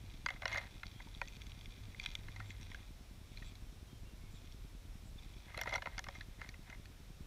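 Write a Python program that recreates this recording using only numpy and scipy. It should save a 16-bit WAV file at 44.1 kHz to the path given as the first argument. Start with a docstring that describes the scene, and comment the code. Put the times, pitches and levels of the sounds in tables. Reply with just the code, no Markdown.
"""Garden bird bath, shallow: small birds bathe, wings slapping and pattering in the water.
Flung drops and mist excite damped modes of the microphone's hollow housing at the rim.
Slaps and falling spray excite basin modes; bubbles are decaying sines that rise in pitch.
Far birds chirp as gliding sines. Shaped-noise rumble and hiss, a wavering drone and a
soft, clock-steady pulse throb with strays lie beneath."""
import sys
import numpy as np
from scipy import signal
from scipy.fft import rfft, irfft
from scipy.io import wavfile

SR = 44100
rng = np.random.default_rng(int(sys.argv[2]) if len(sys.argv) > 2 else 0)


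def put_to_file(sound):
    """Save the sound as 16-bit audio at rate SR, in the file named by the first command-line argument."""
    columns = np.atleast_2d(sound).T  # one column per channel
    safe = np.clip(columns, -1, 1)
    whole_steps = np.round(safe * 32767)
    wavfile.write(sys.argv[1], SR, whole_steps.astype(np.int16))


N = 320166
TIME_S = np.arange(N) / SR

# Garden rumble and hiss spectra, relative: freq_hz, density_db_per_hz
RUMBLE_SPECTRUM = [(12, -23), (22, -3.5), (44, 0), (70, -5.5), (110, -13), (160, -18.5), (250, -23),
                   (400, -28), (700, -49), (1500, -53.5)]
HISS_SPECTRUM = [(260, -37), (450, -2.5), (702, -2), (756, -3.5), (958, -4.5), (1780, -7), (2330, -5),
                 (2910, -8), (3630, -5), (4740, -10.5), (5500, -7.5), (6010, -11), (7180, -13.5),
                 (13200, -18), (15500, -23)]
# Low drone swells, before trim and flutter: centre_s, level_db, gaussian_sigma_s
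DRONE_SWELLS = [(.05, -62, 0.25), (.54, -54.5, .06), (1.56, -59.5, 0.15), (1.87, -54.5, 0.05),
                (2.38, -55, 0.22), (5.7, -58, 0.16)]
DRONE_REST_DB = -67   # before trim and flutter
THROB_FIRST_S, THROB_PERIOD_S = .0397, .102385
# Far bird chirps: start_s, length_s, start_hz, end_hz, mid_rms_db, buzz_rms_hz
CHIRPS = [(0.925, 0.093, 3200, 3320, -67, 70), (2.43, 0.12, 7400, 7550, -75, 150),
          (2.56, .13, 8550, 8650, -79, 100), (3.437, .07, 7150, 7850, -70, 300),
          (3.851, .16, 3250, 3090, -73, 50), (4.021, 0.14, 2780, 2730, -74, 50),
          (4.2, .12, 2230, 2180, -75, 50), (4.298, .11, 7350, 7160, -74, 300),
          (4.343, 0.0506, 3890, 3350, -65.5, 150), (5.045, 0.057, 7600, 7460, -72, 400),
          (5.179, 0.018, 3450, 3570, -58, 50)]
# Bubbles ringing in the water: start_s, start_hz, peak_db, t60_s
BUBBLES = [(1.072, 910, -51.5, 0.039), (1.218, 1810, -48, 0.12), (1.947, 2070, -43, 0.02),
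           (2.41, 1850, -49, 0.058), (2.747, 1610, -40, 0.025), (3.373, 4100, -45, 0.022),
           (6.208, 1690, -46.5, 0.037), (6.75, 2030, -51, 0.018)]
# Wing flutter bouts, levels before trim: start_s, length_s, patter_db, mist_db
FLUTTERS = [(.09, 0.031, -62, -72.5), (0.304, 0.047, -69, -62), (0.498, 0.098, -60, -49),
            (.62, 0.036, -64, -57), (0.75, 1.42, -66.5, -75.5), (2.037, 0.023, -56, -62),
            (2.146, 0.67, -66.5, -69), (3.374, .06, -64.5, -81), (4.35, 0.13, -71, -85),
            (5.22, 0.31, -69.5, -82), (5.489, 0.041, -68, -60.5), (5.596, 0.022, -64, -53),
            (5.668, 0.087, -63, -53), (5.86, 0.093, -73, -60.5), (6.08, 0.13, -67.5, -66.5),
            (6.407, .05, -76, -61), (6.685, .06, -86, -63)]
PATTER_RISE_DB_PER_S, PATTER_FALL_DB_PER_S = 115, 84
MIST_RISE_DB_PER_S, MIST_FALL_DB_PER_S = 258, 260
# Wing slaps and drops in the basin, before trim: start_s, peak_db
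SLAPS = [(0.8668, -40), (1.1415, -47), (1.149, -43), (1.2754, -41), (1.2827, -40), (1.367, -45),
         (1.4175, -40.5), (1.467, -45), (1.5186, -44.5), (1.6108, -44), (1.6575, -41.5), (1.998, -30.5),
         (2.0132, -46), (2.0345, -45), (2.0604, -27), (2.1524, -28), (2.6127, -48), (2.63, -42),
         (3.3738, -44.5), (3.554, -45), (4.4742, -51), (4.523, -47)]
# Basin splash resonances, nominal strength: freq_hz, level_db, t60_s
BASIN_MODES = [(750, -21, 0.037), (1690, -9, 0.0062), (2070, -12.5, 0.04), (2410, 0.5, 0.015),
               (2630, -2, 0.0077), (3430, 4.5, 0.0076), (3966, -3, 0.015), (4514, -6, 0.013),
               (5630, -10, 0.019), (6300, -8, 0.0075), (7450, -21.5, 0.0068)]
# Housing modes, nominal strength: freq_hz, level_db, t60_s
HOUSING_MODES = [(464, -17, 0.029), (554, -11, 0.072), (645, -11.5, 0.073), (748, -7, 0.048),
                 (958, -1, 0.024), (1073, -2.5, 0.017), (1224, -2, 0.018), (1366, -5.5, 0.026),
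                 (1542, 0, 0.018), (1742, 1, 0.015), (1894, -0.5, 0.028), (2090, -2.5, 0.034),
                 (2200, -6.5, 0.018), (2500, -0.5, 0.012), (2884, -7.5, 0.036), (3354, 3, 0.011),
                 (4050, 0.5, 0.015), (4410, -8, 0.034), (4760, -7, 0.014), (5330, -4.5, 0.0054),
                 (5760, -5, 0.0086), (6440, -6, 0.0072), (7200, -4, 0.0085), (8830, -6, 0.0042),
                 (9800, 0, 0.0037), (10800, 1, 0.0047), (13000, 1, 0.0016)]
# Bounds of the knock, ring, click and spit registers: edge_hz
REGISTER_EDGES_HZ = [400, 1650, 2700, 7000, 16000]
# Drops on the housing: start_s, splat_ms (before offset and stretch), ring_db (rms over 10 ms),
# knock_re_ring_db, force_edge_hz (higher for harder hits)
DROPS = [(.2613, 0.097, -37.5, 1, 3900), (.2865, 1.8, -37.5, -17, 2100), (.304, 0.66, -44.5, -4, 3800),
         (.3599, 3, -56, -8, 2200), (.4196, 1.5, -48, -0.5, 3900), (.4313, 0.67, -49.5, 0, 2000),
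         (.4552, 0.33, -37.5, -0.5, 4300), (.479, .1, -45.5, -25, 5900), (.5157, 3.1, -45.5, -13, 3400),
         (.5263, 3.7, -39.5, -18, 3120), (.543, 1.7, -46.5, -4, 3400), (.5566, 3.9, -38.5, -11, 2100),
         (.5731, 1.8, -41, -3.5, 3370), (.5798, 1.8, -40.5, -14, 3300), (.8328, .09, -46.5, -4, 3100),
         (1.0005, 3.5, -53, -3.5, 2200), (1.2154, .1, -40, -1, 2700), (2.284, .2, -52.5, -9, 3020),
         (2.3617, 0.092, -52.5, -7, 3320), (2.4015, 0.23, -51.5, 2.5, 2400), (2.5043, .1, -51, -25, 3700),
         (2.7159, 0.24, -54, -9, 3950), (2.7458, .13, -55.5, -4.5, 3600), (3.4222, 1.2, -54, -9, 2500),
         (5.544, 1.6, -49, -4.5, 2500), (5.5752, .47, -46.5, 1, 8000), (5.589, 1.9, -47, -2, 3200),
         (5.6132, 0.089, -42.5, -5, 10000), (5.6183, 1.8, -51.5, 0.5, 3800), (5.6347, .1, -51.5, -3, 9000),
         (5.658, 0.87, -50.5, 3.5, 2000), (5.6721, 0.86, -42, -0.5, 2000), (5.692, 2.4, -49.5, -2, 6460),
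         (5.7226, 7.3, -38, -5, 2400), (5.7342, 3.3, -48, 7, 5000), (5.7397, 0.78, -43, -18, 5460),
         (5.7503, 1.3, -38, -4.5, 2000), (5.7566, 2.3, -42, 3, 6160), (5.7786, 1.1, -45.5, -3.5, 2500),
         (5.821, 2.8, -46, -3.5, 3420), (5.8574, 2.2, -43.5, -1.5, 2680), (5.8707, 0.11, -48, 4.5, 2700),
         (5.9802, .1, -45, -2.5, 4800), (5.992, 0.12, -45, -5, 6300), (6.0414, .1, -52.5, -9, 6900),
         (6.067, .1, -57, 5, 2200), (6.086, 0.12, -49.5, 2.5, 4200), (6.1505, 5.4, -51.5, -6.5, 2900),
         (6.2093, .27, -51, -12, 4530), (6.4143, 1.6, -47, -4, 2700), (6.49, .1, -52.5, -18, 6530),
         (6.541, 1.5, -56, -10, 1800), (6.6992, .36, -55, -3, 3600), (6.7242, 3, -52, -9, 1800),
         (6.8554, .1, -59.5, -11.5, 4800)]
# Upper registers against the ring, before the edge roll-off
CLICK_HZ, CLICK_DB, SPIT_HZ, SPIT_DB = 3960, -2.5, 9900, -5.5
EDGE_DB_PER_OCTAVE = 20.5
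CUTOFF_HZ = 15500


def from_db(db):
    """Decibels to gain."""
    return 10 ** (np.asarray(db) / 20)


def rms_one(x):
    """Scale to rms 1."""
    return x / np.sqrt(np.mean(x ** 2) + 1e-20)


def add(out, start_s, sound):
    """Mix a short sound in at start_s."""
    i = max(0, round(start_s * SR))
    out[i:i + len(sound)] += sound[:N - i]


def low_cut(x, cut_hz):
    """Second-order high-pass."""
    return signal.sosfilt(signal.butter(2, cut_hz, "high", fs=SR, output="sos"), x)


def bump(hz, centre_hz, octaves):
    """Bell-shaped weight on the pitch axis."""
    return np.exp(-(np.log2(hz / centre_hz) / octaves) ** 2)


def shaped_noise(spectrum):
    """Noise of rms 1, spectrum interpolated on log frequency."""
    point_hz, point_db = np.transpose(spectrum)
    bins_hz = np.maximum(np.fft.rfftfreq(N, 1 / SR), 1)
    gain = from_db(np.interp(np.log(bins_hz), np.log(point_hz), point_db))
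    return rms_one(irfft(rfft(rng.standard_normal(N)) * gain, N))


def drift(corner_hz):
    """Low-passed random variation of rms 1."""
    gain = 1 / (1 + (np.fft.rfftfreq(N, 1 / SR) / corner_hz) ** 4)
    return rms_one(irfft(rfft(rng.standard_normal(N)) * gain, N))


def ring(force, modes, uneven_db=0):
    """A force excites damped modes; uneven_db spreads their strengths, as landing spots do."""
    out = 0
    for k, (hz, db, t60_s) in enumerate(modes):
        radius = np.exp(-np.log(1000) / (t60_s * SR))
        angle = 2 * np.pi * hz / SR
        gain = (-1) ** k * from_db(db + uneven_db * rng.standard_normal())
        poles = [1, -2 * radius * np.cos(angle), radius * radius]
        out = out + gain * signal.lfilter([0, np.sin(angle)], poles, force + 1e-18)
    return out


def splat(length_ms, crack):
    """Force of one drop: a first crack, then a ragged push as it flattens."""
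    ms = np.arange(SR // 16) / SR * 1000
    push = rng.standard_normal(len(ms)) * np.exp(-ms / max(length_ms, .05))
    force = rms_one(push) / np.sqrt(len(ms))
    force[0] = crack
    return force


def spray(per_s, spread_db, clump_db):
    """Random droplet impulses, mostly small, arriving in clumps."""
    born = rng.random(N) < per_s * from_db(clump_db * drift(25)) / SR
    sizes = from_db(spread_db * np.minimum(rng.exponential(1, N), 3.5))
    return born * sizes * rng.choice([-1, 1], N)


def flutter_db(column, rise_db_per_s, fall_db_per_s):
    """Each bout builds up, holds while the wings beat, dies away; the loudest bout rules."""
    bouts = []
    for start_s, length_s, *levels_db in FLUTTERS:
        rise_db = rise_db_per_s * np.maximum(start_s - TIME_S, 0)
        fall_db = fall_db_per_s * np.maximum(TIME_S - start_s - length_s, 0)
        bouts.append(levels_db[column] - rise_db - fall_db)
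    return np.maximum(np.max(bouts, axis=0), -100)


def patter_level_db():
    """Level of spray falling back into the basin."""
    return flutter_db(0, PATTER_RISE_DB_PER_S, PATTER_FALL_DB_PER_S)


def mist_level_db():
    """Level of mist reaching the housing."""
    return flutter_db(1, MIST_RISE_DB_PER_S, MIST_FALL_DB_PER_S)


def above_edge_db(hz, edge_hz):
    """A drop's force is flat up to its edge and falls steeply above it."""
    return -10 * np.log10(1 + from_db(EDGE_DB_PER_OCTAVE * np.log2(hz / edge_hz)) ** 2)


def drone_gain():
    """Resting drone power plus Gaussian swells, as a gain."""
    power = from_db(DRONE_REST_DB) ** 2
    for centre_s, db, sigma_s in DRONE_SWELLS:
        power = power + (from_db(db) * np.exp(-((TIME_S - centre_s) / sigma_s) ** 2 / 2)) ** 2
    return np.sqrt(power)


def garden(rumble_db=-53.5, swell_db=1.5, drone_hz=99, waver_hz=5.02, hiss_db=-65.83):
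    """Uneven noise rumble that swells once, a frequency-wavering sine drone, steady noise hiss."""
    swell = swell_db * np.exp(-((TIME_S - 1.9) / 0.69) ** 2)
    rumble = from_db(rumble_db + swell + 1.07 * drift(13)) * shaped_noise(RUMBLE_SPECTRUM)
    phase = 2 * np.pi * np.cumsum(drone_hz + waver_hz * drift(7.2)) / SR
    drone = drone_gain() * from_db(0.5 + 2.8 * drift(4.1)) * np.sqrt(2) * np.sin(phase)
    hiss = from_db(hiss_db) * shaped_noise(HISS_SPECTRUM)
    return rumble + drone + hiss


def throb(peak_db=-43.0, width_s=0.0018, soft_hz=170, sag_hz=27, damping=0.27,
          stray_per_s=4.5, stray_db=-5.5):
    """Soft periodic electrical pulse with random strays; the input's bass cut makes it swing back."""
    pulse = 1.0 * (TIME_S[:SR // 8] < width_s)
    pulse = signal.sosfilt(signal.butter(1, soft_hz, fs=SR, output="sos"), pulse)
    pulse = signal.sosfilt(signal.butter(2, 520, fs=SR, output="sos"), pulse)
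    w = 2 * np.pi * sag_hz
    bass_cut = signal.bilinear([1, 0, 0], [1, 2 * damping * w, w * w], SR)
    pulse = signal.lfilter(*bass_cut, pulse)
    starts = from_db(stray_db) * (rng.random(N) < stray_per_s / SR)
    beats_s = np.arange(THROB_FIRST_S, TIME_S[-1], THROB_PERIOD_S)
    starts[(beats_s * SR).astype(int)] = 1
    return -from_db(peak_db) * signal.fftconvolve(starts, pulse / pulse.max())[:N]


def far_birds():
    """Thin gliding sines; random frequency modulation makes the buzz."""
    out, waver = np.zeros(N), drift(310)
    for start_s, length_s, start_hz, end_hz, db, buzz_hz in CHIRPS:
        n, i = int(length_s * SR), int(start_s * SR)
        hz = np.linspace(start_hz, end_hz, n) + buzz_hz * waver[i:i + n]
        whistle = np.sin(2 * np.pi * np.cumsum(hz) / SR)
        add(out, start_s, from_db(db) * np.sqrt(2 * np.hanning(n)) * whistle)
    return out


def bubbles(rise_per_s=2.1, cycles=45):
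    """Trapped bubbles ring down, rising in pitch near the surface; spray churns up more."""
    out, t = np.zeros(N), TIME_S[:SR // 8]
    mist_db = mist_level_db()
    churned = []
    for when, size, strength in rng.random((240, 3)):
        i, hz = int(when * N), 650 * 4 ** size
        churned.append((TIME_S[i], hz, mist_db[i] + 10 * (strength - .5), cycles / hz))
    for start_s, hz, db, t60_s in [*BUBBLES, *churned]:
        phase = 2 * np.pi * hz * t * (1 + rise_per_s * t / 2)
        add(out, start_s, from_db(db - 60 * t / t60_s) * np.sin(phase))
    return out


def basin(slap_trim_db=-0.5, patter_trim_db=0.5, slap_ms=0.79, small_bright=0.65,
          even_db=-38, thin_hz=1350):
    """Wing slaps and falling spray excite the basin modes; small slaps are brighter."""
    patter = rms_one(ring(spray(per_s=400, spread_db=4.5, clump_db=3.8), BASIN_MODES))
    out = from_db(patter_level_db() + patter_trim_db) * patter
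    for start_s, db in SLAPS:
        tilt_db_per_octave = small_bright * (even_db - db)
        modes = [(hz, level_db + tilt_db_per_octave * np.log2(max(hz / 2400, 1)), t60_s)
                 for hz, level_db, t60_s in BASIN_MODES]
        sound = low_cut(ring(splat(slap_ms, crack=0.55), modes, uneven_db=5.0), thin_hz)
        add(out, start_s, from_db(db + slap_trim_db) * sound / np.abs(sound).max())
    return out


def housing_mist(trim_db=0.5, treble_db=-5.5, spit_db=-14):
    """Clouds of tiny droplets sizzle on the housing modes."""
    force = spray(per_s=750, spread_db=4.5, clump_db=2.5)
    modes = []
    for hz, db, t60_s in HOUSING_MODES:
        tilt_db = np.interp(hz, [2200, 3200, 7300], [0, treble_db, spit_db])
        modes.append((hz, db + 6 * bump(hz, 2190, 0.14) + tilt_db, t60_s))
    return from_db(mist_level_db() + trim_db) * rms_one(low_cut(ring(force, modes), 432))


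def housing_drops(stretches=(.8, 1.1, 1.1, .9), shortest_ms=0.72, crack=1.02, ring_hz=2120,
                  soft_ring_db=15.5, hollow_db=11.5, sharp_db=14.0, sharp_from_hz=4800):
    """Long soft splats wake the hollow lows and 2 kHz ring; hits with a high edge favour the top."""
    out = np.zeros(N)
    for start_s, length_ms, ring_db, knock_db, edge_hz in DROPS:
        click_db = CLICK_DB + above_edge_db(CLICK_HZ, edge_hz)
        spit_db = SPIT_DB + above_edge_db(SPIT_HZ, edge_hz)
        levels_db = ring_db + np.array([knock_db, 0, click_db, spit_db])
        softness = np.clip(length_ms, 0, 1)
        sharpness = np.clip(np.log2(edge_hz / sharp_from_hz), 0, 1)
        woken = [(hz, db + soft_ring_db * softness * bump(hz, ring_hz, 0.08)
                  + hollow_db * (softness - .75) * bump(hz, 638, 0.43)
                  + sharp_db * sharpness * bump(hz, 5600, 1 / 5), t60_s)
                 for hz, db, t60_s in HOUSING_MODES]
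        registers = zip(REGISTER_EDGES_HZ, REGISTER_EDGES_HZ[1:], levels_db, stretches)
        for low_hz, high_hz, db, stretch in registers:
            force = splat(stretch * (length_ms + shortest_ms), crack / (1 + length_ms))
            modes = [m for m in woken if low_hz <= m[0] < high_hz]
            sound = low_cut(ring(force, modes, uneven_db=4.5), low_hz * 0.74)
            rms_10ms = np.sqrt(np.sum(sound ** 2) / (SR // 100))   # all energy, as if within 10 ms
            add(out, start_s, from_db(db) * sound / rms_10ms)
    return out


def scene():
    """All layers sum at one microphone."""
    background = garden() + throb() + far_birds()
    water = bubbles() + basin()
    return (background + water + housing_mist() + housing_drops())[None]


def record(dry):
    """Steep elliptic low-pass."""
    return signal.sosfilt(signal.ellip(10, .1, 70, CUTOFF_HZ, fs=SR, output="sos"), dry)


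dry = scene()
out = record(dry)
put_to_file(out)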